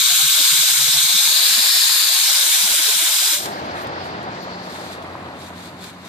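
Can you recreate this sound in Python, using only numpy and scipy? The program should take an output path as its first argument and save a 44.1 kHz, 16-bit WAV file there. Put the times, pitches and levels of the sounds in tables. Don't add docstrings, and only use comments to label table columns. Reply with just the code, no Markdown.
import sys
import numpy as np
from scipy import signal
from scipy.io import wavfile
from scipy.ndimage import uniform_filter1d

SR = 44100
rng = np.random.default_rng(int(sys.argv[2]) if len(sys.argv) > 2 else 0)


def inscribe(sig):
    pcm = np.round(np.clip(np.atleast_2d(sig).T, -1, 1) * 32767)
    wavfile.write(sys.argv[1], SR, pcm.astype(np.int16))


N = 268128
FRAME, HOP = 1024, 384


# (time [s], pitch factor of the shadows as it tilts, turn to the left [0-1])
POSE = [(0.0, 1.02, 0.18), (0.75, 0.96, 0.58), (1.05, 1.0, 0.32), (1.25, 1.05, 0.22), (1.45, 1.144, 0.2),
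        (1.75, 1.22, 0.15), (2.05, 1.14, 0.18), (2.3, 0.98, 0.62), (2.7, 0.972, 0.99), (3.3, 0.95, 0.84),
        (5.3, 0.99, 0.68), (5.83, 1.04, 0.74), (6.08, 0.93, 0.6)]
# (centre [Hz], width [Hz], left [dB], right [dB],
# share of the tilt followed, left added by a full turn [dB], right added by a full turn [dB])
PORT_BUMPS = [(1610, 340, 3, 2, 0.14, -0.5, 1.5), (2320, 340, 2.5, 7.5, 0.24, -3, -1.5),
              (3634, 710, 4, 7.5, 0.15, 3, -1), (3830, 610, 9, 2, 0.54, -9, -8.5),
              (4350, 620, 6, 0, 0.76, -2.1, 5), (4980, 1050, -2.5, -10, 0.74, 0, -3),
              (5050, 460, 2.5, 5, 0.15, 1, 2), (6590, 550, 3.5, 6, 0.06, -12, -3.5),
              (7320, 350, 6.5, -0.2, 0.18, 4, 0), (8000, 880, -6.5, 8.5, 0.42, -1, -5),
              (8500, 820, 7.5, -2, 0.14, -1.2, 2.5), (10080, 640, -9.5, -6.5, 0.65, 12, 8),
              (10030, 1030, 2.5, -4, 0.18, -4, 6), (11250, 560, 4.5, -3, 0.58, -6, 3),
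              (12170, 500, -6, -2, 0.98, 6, -8), (13250, 2400, 3.5, 2.5, 0.05, -4, 0)]
HAND_SHAKE, SHADOW_WAVERS, SHAKES_PER_S = .01, .35, 7

# (time [s], level before the valve shuts [dB])
JET_LEVEL = [(0, 6.5), (0.6, 8), (0.9, 5), (1.4, 7), (2.1, 5.5), (2.4, 7), (3.05, 4.5), (3.3, 4.5)]
# (frequency [Hz], relative density [dB per Hz])
JET_COLOUR = [(300, -89), (700, -34), (880, -24.5), (1050, -12.5), (1600, -7), (2500, -6), (5000, 1.5),
              (9000, -3.5), (14500, -4)]
# (frequency [Hz], likeness [0-1], left leads by [rad])
JET_STEREO = [(298, 0.66, -7), (1300, 0.75, 1.55), (1890, 0.63, -2.5), (2730, 0, 0.5), (3060, 0.64, 0.43),
              (4010, 0.36, -0.2), (4124, 0.93, 2), (5290, 0.36, -12.5), (5840, 0.26, -1.5),
              (6640, 0.55, -2), (7750, 0.12, -1), (9250, 0.72, 0.8), (9180, 0.13, -5), (15100, 0, -4)]
# (start [s], level lost [dB], length [s])
VALVE_PULLS = [(3.344, 22, 0.076), (3.438, 14, 0.082)]
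DYING_DB_PER_S = 97

# (middle [s], length [s], pitch [Hz], rms at mid-swell if central [dB],
# side [-1 right, 0 both, 1 left])
MURMUR_NOTES = [(0.01, 0.026, 150, -26, -0.65), (0.118, 0.071, 718, -20.5, 0), (0.129, 0.041, 154, -27, 0),
                (0.195, 0.041, 148, -29, 0), (0.207, 0.053, 788, -19.5, 0), (0.248, 0.063, 146, -20.5, 0),
                (0.386, .05, 647, -21, 0.082), (0.407, 0.044, 316, -22, 0), (0.406, 0.044, 221, -29, 0.55),
                (0.407, 0.044, 549, -23, 0), (0.532, 0.039, 150, -19.5, 0), (0.555, 0.04, 342, -26, 0.39),
                (0.598, 0.039, 151, -22, 0), (0.64, 0.038, 650, -20.5, 0.12), (0.704, 0.052, 700, -26, 0),
                (0.726, 0.032, 150, -26, 0), (0.812, 0.042, 597, -28, 0.28), (0.82, 0.12, 142, -22.5, 0),
                (0.876, 0.043, 503, -24.5, 0), (0.89, 0.03, 145, -20, 0), (0.94, 0.042, 340, -30, -1),
                (0.968, 0.084, 142, -21.5, 0), (0.956, 0.083, 696, -23.5, -0.11), (1.1, 0.037, 683, -24, 1),
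                (1.047, 0.043, 153, -24, 0), (1.153, 0.041, 198, -21.5, 0), (1.26, 0.048, 530, -27.5, 0.82),
                (1.281, 0.047, 198, -29, -1), (1.321, 0.045, 500, -28.5, -1.8),
                (1.432, 0.05, 523, -29.5, 1), (1.473, 0.041, 414, -29, -1), (1.474, 0.042, 503, -30, -1),
                (1.519, .05, 220, -29, -0.9), (1.587, 0.039, 234, -21, 0), (1.644, 0.033, 513, -25, 0),
                (1.678, 0.06, 570, -30, 1), (1.747, 0.028, 725, -25, 0), (1.844, 0.042, 615, -34.5, -1),
                (1.984, 0.047, 504, -31.5, -1), (2.028, 0.044, 320, -31, -1.1), (2.049, 0.042, 506, -30, 1),
                (2.07, 0.045, 570, -33, -1), (2.165, 0.055, 667, -31, -1.2), (2.35, .05, 618, -30, 0.9),
                (2.438, 0.043, 557, -26, 0), (2.476, 0.044, 321, -28, 1), (2.482, 0.025, 595, -25, 0),
                (2.541, 0.054, 546, -33, 1), (2.645, 0.041, 200, -23, 0), (2.689, 0.068, 612, -26, -0.086),
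                (2.691, 0.045, 342, -29, 1), (2.711, 0.045, 225, -29, 1), (2.711, 0.043, 457, -28, 1),
                (2.743, 0.027, 593, -19, 0), (2.798, 0.037, 318, -24, 0), (2.891, 0.038, 427, -19, 0),
                (2.965, 0.042, 175, -31, 1), (2.961, 0.046, 293, -31, -1), (3.031, 0.035, 328, -23, 0),
                (2.993, 0.048, 655, -35, -1), (3.083, 0.049, 624, -28, 1), (3.1, 0.04, 535, -30, 0.63),
                (3.222, 0.044, 360, -31, 0.91), (3.221, 0.029, 592, -24.5, -0.15),
                (3.278, 0.038, 405, -27, 0), (3.33, 0.041, 319, -24, 0.2), (3.34, 0.035, 577, -21, 0)]
BURBLES = 380
BURBLE_HZ = (640, 1150)
BURBLES_SINK_HZ_PER_S = 23
BURBLE_S, BURBLE_DB, BURBLE_SPREAD_DB = 0.048, -26.5, 0.5
BURBLES_ALL_IN_S = 1.2
BURBLES_END_S = 3.39

# (time [s], level [dB])
SEEP_LEVEL = [(3.3, -25), (3.6, -35), (4.15, -41), (4.45, -38), (4.93, -45), (4.96, -50.5), (6.08, -55)]
# (frequency [Hz], relative density [dB per Hz])
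SEEP_COLOUR = [(500, -60), (1500, -24), (2500, -33), (4500, 22.5), (6000, 9.5), (8000, -5.5), (14500, -52)]

WHISTLE_S, WHISTLE_HZ, WHISTLE_WIDTH_HZ, WHISTLE_DB = (3.09, 3.36), 4900, 270, -9.5

# (frequency [Hz], relative density [dB per Hz])
CAR_COLOUR = [(35, -34), (60, -25), (87, -2), (216, -1.5), (354, 2.5), (445, -1), (690, 4), (850, 1.5),
              (1050, -1), (1500, -4), (1750, -4.5), (2300, -11), (2900, -14.5), (4000, -15.5), (5200, -55),
              (8800, -120)]
# (frequency [Hz], likeness [0-1])
STREET_LIKENESS = [(60, 1), (300, 0.92), (1000, 0.85), (2500, 0.25), (6000, 0.2), (14000, .05)]
CAR_LOUDEST_S, CAR_DB = 3.39, -21.5
CAR_OPENS_DB_PER_S, CAR_FADES_DB_PER_S = 282, 2
CAR_FADES_FASTER_S, CAR_EXTRA_FADE_DB_PER_S = 3.786, 6.5
CAR_LEAD_MS, CAR_SWINGS_MS_PER_S = 0.38, 0.078

# (frequency [Hz], relative density [dB per Hz])
YARD_COLOUR = [(24, -64), (40, -32), (75, -15), (182, -2), (308, -6), (817, -40), (961, -9), (1150, -16),
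               (3000, -25.5), (3900, -85.5), (6600, -120)]
YARD_DB = -41.5
STREET_HIDDEN_DB = -90

# (time [s], first order rms [dB], second order rms [dB])
HUM_ORDERS = [(3.4, -49, -44), (3.6, -51, -48), (3.85, -40.5, -59.5), (4.28, -48, -50), (4.42, -61, -41.5),
              (4.68, -56, -38.5), (4.78, -53, -49), (5.08, -43, -60), (5.22, -50, -46), (5.5, -47.5, -47),
              (5.9, -51.5, -44), (6.08, -58, -46.5)]
HUM_HZ, HUM_WAVER = 89.5, 0.005

# (frequency [Hz], relative density [dB per Hz])
LEAF_COLOUR = [(500, -62), (900, -13), (1500, 0.5), (3000, -4), (4300, -0.5), (5500, -2.5), (7200, -7),
               (10000, -9), (14500, -14)]
# (start [s], level at onset [dB])
CLICKS_AND_SNAPS = [(3.457, -13), (3.8698, -31), (4.229, -37), (4.93, -46), (5.0238, -41), (5.838, -35),
                    (6.05, -46)]
# (start of hold [s], level [dB], held [s])
SCUFFS = [(3.765, -37, .06), (4.049, -43, 0.018), (4.659, -45, 0.21), (4.745, -46, 0.019),
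          (4.8, -49, 0.087), (4.92, -39.5, 0.017), (5.406, -43.5, 0.08), (5.573, -46, 0.029),
          (5.635, -43, .05), (5.823, -41, 0.074), (6.06, -45.5, 0.027)]
SCUFF_RISE_DB_PER_S, SCUFF_FALL_DB_PER_S = 400, 500
RUSTLE_DB = -51.5

# (middle [s], pitch [Hz], level at mid-swell [dB], middle to -17 dB [s])
SQUEAKS = [(3.663, 11000, -55, 0.045), (3.83, 12100, -42, 0.021), (4.433, 12000, -50, 0.022)]
# (start [s], level ahead of the attack and decay [dB], pitch [Hz])
KNOCKS = [(4.252, -23, 680), (5.061, -27, 890), (5.1529, -14, 1030), (5.287, -27, 860)]
DRAG_S, DRAG_LENGTH_S, DRAG_HZ, DRAG_WIDTH_HZ, DRAG_DB = 5.09, 0.5, 1120, 110, -43.5

THRESHOLD_DB, SQUEEZE, LEVEL_WINDOW_S = -32, .5, .04
MIC_LOW_CUT_HZ, CUTOFF_HZ = 60, 14550


def from_db(db):
    return 10 ** (np.asarray(db) / 20)


def rms_one(x):
    return x / np.sqrt(np.mean(x ** 2) + 1e-20)


def in_time(rows, times):
    s, *columns = np.transpose(rows)
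    return [np.interp(times, s, c) for c in columns]


def at_hz(points, hz, axis=1):
    points = np.array(points, float)
    return np.interp(np.log(hz), np.log(points[:, 0]), points[:, axis])


def grid():
    hz = np.maximum(np.arange(FRAME // 2 + 1) * SR / FRAME, 10)[:, None]
    return hz, np.arange(N // HOP + 3) * HOP / SR


def drift(rate, size):
    r = np.exp(-2 * np.pi * rate * HOP / SR)
    white = rng.standard_normal((size, len(grid()[1]) + 200))
    slow = signal.lfilter([1], [1, -2 * r, r * r], white)[:, 200:]
    return slow / slow.std(axis=1, keepdims=True)


def flutter(shared_db, own_db, rate, count=24):
    band = np.linspace(0, count - 1, FRAME // 2 + 1)
    low = np.minimum(band.astype(int), count - 2)
    share = (band - low)[:, None]
    rows = drift(rate, count)
    own = rows[low] * (1 - share) + rows[low + 1] * share
    return shared_db * drift(rate / 2, 1) + own_db * own


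def ports_db():
    hz, frames = grid()
    tilt, turn = in_time(POSE, frames)
    tilt = tilt + HAND_SHAKE * drift(SHAKES_PER_S, size=1)[0]
    depths = 1 + SHADOW_WAVERS * drift(SHAKES_PER_S, len(PORT_BUMPS))
    out = 0
    for depth, row in zip(depths, PORT_BUMPS):
        centre_hz, width_hz, left_db, right_db, follows, left_turn_db, right_turn_db = row
        moved_hz = centre_hz * (1 + follows * (tilt - 1))
        bump = np.exp(-2 * ((hz - moved_hz) / width_hz) ** 2)
        if left_db + right_db < 0:
            bump = depth * bump
        gains_db = np.array([left_db + left_turn_db * turn, right_db + right_turn_db * turn])
        out = out + bump * gains_db[:, None]
    return out


def stereo_noise(colour_db, alike, lead, source=1):
    white = rng.standard_normal((3, N + FRAME)) * source
    spectra = signal.stft(white, nperseg=FRAME, noverlap=FRAME - HOP)[2]
    both, left, right = spectra[..., :len(grid()[1])]
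    alike, half = np.clip(alike, 0, 1), np.exp(.5j * lead)
    shared = np.sqrt(alike) * np.array([both * half, both / half])
    pair = shared + np.sqrt(1 - alike) * np.array([left, right])
    sound = signal.istft(pair * from_db(colour_db), nperseg=FRAME, noverlap=FRAME - HOP)[1]
    return rms_one(sound[:, :N])


def resonance(x, hz, width_hz):
    r = np.exp(-np.pi * width_hz / SR)
    feedback = [1, -2 * r * np.cos(2 * np.pi * hz / SR), r * r]
    return signal.lfilter(np.array([1, 0, -1]) * (1 - r * r) / 2, feedback, x)


def jet(ports):
    hz, frames = grid()
    colour = at_hz(JET_COLOUR, hz) + ports + flutter(shared_db=0.6, own_db=1.05, rate=24.6, count=40)
    colour = colour + flutter(shared_db=0, own_db=.8, rate=1.5, count=90)
    seen = hz / in_time(POSE, frames)[0]
    noise = stereo_noise(colour, at_hz(JET_STEREO, seen), at_hz(JET_STEREO, seen, axis=2))
    t = np.arange(N) / SR
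    shut_db = sum(db * np.clip((t - s) / length, 0, 1) for s, db, length in VALVE_PULLS)
    dying_db = DYING_DB_PER_S * np.maximum(t - VALVE_PULLS[-1][0], 0)
    return from_db(in_time(JET_LEVEL, t)[0] - shut_db - dying_db) * noise


def random_burbles():
    notes = []
    for when, height, loudness, place in rng.random((BURBLES, 4)):
        s = when * BURBLES_END_S
        if height > .45 * (1 - s / BURBLES_ALL_IN_S):
            note_hz = BURBLE_HZ[0] + (BURBLE_HZ[1] - BURBLE_HZ[0]) * height ** .7
            note_hz -= BURBLES_SINK_HZ_PER_S * s
            db = BURBLE_DB + 2 * BURBLE_SPREAD_DB * (loudness - .5)
            notes.append((s, BURBLE_S, note_hz, db, int(3 * place) - 1))
    return notes


def murmur():
    out = np.zeros((2, N))
    for s, length, note_hz, db, side in MURMUR_NOTES + random_burbles():
        at = np.arange(max(int((s - length / 2) * SR), 0), int((s + length / 2) * SR))
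        side = np.clip(side, -1, 1)
        swell = np.cos(np.pi * (at / SR - s) / length)
        note = swell * np.sin(2 * np.pi * (note_hz * at / SR + rng.random()))
        out[:, at] += np.sqrt(2) * from_db(db) * note * np.array([[1 + side], [1 - side]])
    return out


def seep(ports):
    colour = at_hz(SEEP_COLOUR, grid()[0]) + ports + flutter(shared_db=1.0, own_db=.8, rate=13)
    level_db = in_time(SEEP_LEVEL, np.arange(N) / SR)[0]
    return from_db(level_db) * stereo_noise(colour, 0.31, -1.34)


def whistle():
    start, end = WHISTLE_S
    along = np.clip((np.arange(N) / SR - start) / (end - start), 0, 1)
    noise = resonance(rng.standard_normal(N), WHISTLE_HZ, WHISTLE_WIDTH_HZ)
    noise = resonance(noise, WHISTLE_HZ, WHISTLE_WIDTH_HZ)
    swell = np.sqrt(np.abs(np.sin(np.pi * along))) * (along < 1)
    return from_db(WHISTLE_DB) * swell * rms_one(noise)


def car():
    hz, frames = grid()
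    lead_ms = CAR_LEAD_MS - CAR_SWINGS_MS_PER_S * (frames - CAR_LOUDEST_S)
    lead = 2 * np.pi * hz * lead_ms / 1000
    colour = at_hz(CAR_COLOUR, hz) + flutter(shared_db=1.0, own_db=1.5, rate=38.0)
    roar = stereo_noise(colour, at_hz(STREET_LIKENESS, hz), lead)
    t = np.arange(N) / SR
    since = t - CAR_LOUDEST_S
    level_db = CAR_DB - np.maximum(CAR_FADES_DB_PER_S * since, -CAR_OPENS_DB_PER_S * since)
    level_db = level_db - CAR_EXTRA_FADE_DB_PER_S * np.maximum(t - CAR_FADES_FASTER_S, 0)
    return from_db(level_db + np.array([[.3], [-.3]])) * roar


def yard():
    hz = grid()[0]
    return from_db(YARD_DB) * stereo_noise(at_hz(YARD_COLOUR, hz), at_hz(STREET_LIKENESS, hz), 0)


def hum():
    t = np.arange(N) / SR
    waver = np.interp(t, grid()[1], drift(2.73, 1)[0])
    turns = np.cumsum(HUM_HZ * (1 + HUM_WAVER * waver)) / SR
    first, second = from_db(in_time(HUM_ORDERS, t))
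    return np.sqrt(2) * (first * np.sin(2 * np.pi * turns) + second * np.sin(4 * np.pi * turns))


def leaves_and_clicks(ports):
    strengths = from_db(2.2 * np.minimum(rng.exponential(1, N + FRAME), 4))
    grains = 0.59 + (rng.random(N + FRAME) < 2500 / SR) * strengths
    t = np.arange(N) / SR
    level = from_db(RUSTLE_DB) * np.ones(N)
    for s, db, held in SCUFFS:
        rise_db = SCUFF_RISE_DB_PER_S * np.maximum(s - t, 0)
        fall_db = SCUFF_FALL_DB_PER_S * np.maximum(t - s - held, 0)
        level += from_db(db - rise_db - fall_db)
    for s, db in CLICKS_AND_SNAPS:
        level += from_db(db) * (t > s) * np.exp(-np.maximum(t - s, 0) / .006)
    return level * stereo_noise(at_hz(LEAF_COLOUR, grid()[0]) + ports, 0.29, -1.7, source=grains)


def squeaks():
    t, out = np.arange(N) / SR, np.zeros((2, N))
    for s, hz, db, length in SQUEAKS:
        noise = rms_one(resonance(rng.standard_normal((2, N)), hz, 410))
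        out += from_db(db) * np.exp(-2 * ((t - s) / length) ** 2) * noise
    return out


def knocks():
    t, out = np.arange(N) / SR, np.zeros(N)
    for s, db, hz in KNOCKS:
        age = np.maximum(t - s, 0)
        shape = np.exp(-age / 0.0017) * np.minimum(age / 0.00072, 1)
        out += from_db(db) * shape * np.sin(2 * np.pi * hz * age)
    return out


def sole_drag():
    swell = np.exp(-2 * ((np.arange(N) / SR - DRAG_S) / DRAG_LENGTH_S) ** 2)
    return from_db(DRAG_DB) * swell * rms_one(resonance(rng.standard_normal(N), DRAG_HZ, DRAG_WIDTH_HZ))


def scene():
    ports = ports_db()
    since = np.arange(N) / SR - CAR_LOUDEST_S
    heard_db = np.clip(CAR_OPENS_DB_PER_S * since, STREET_HIDDEN_DB, 0)
    jet_and_notes = jet(ports) + murmur() + seep(ports) + whistle()
    street = car() + from_db(heard_db) * (yard() + hum())
    return jet_and_notes + street + leaves_and_clicks(ports) + squeaks() + knocks() + sole_drag()


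def record(dry):
    power = uniform_filter1d(np.mean(dry ** 2, axis=0), int(LEVEL_WINDOW_S * SR))
    over_db = np.maximum(10 * np.log10(power + 1e-12) - THRESHOLD_DB, 0)
    held = np.clip(dry * from_db(-SQUEEZE * over_db), -1, 1)
    held = signal.sosfilt(signal.butter(2, MIC_LOW_CUT_HZ, "high", fs=SR, output="sos"), held)
    return signal.sosfilt(signal.ellip(12, .5, 80, CUTOFF_HZ, fs=SR, output="sos"), held)


dry = scene()
out = record(dry)
inscribe(out)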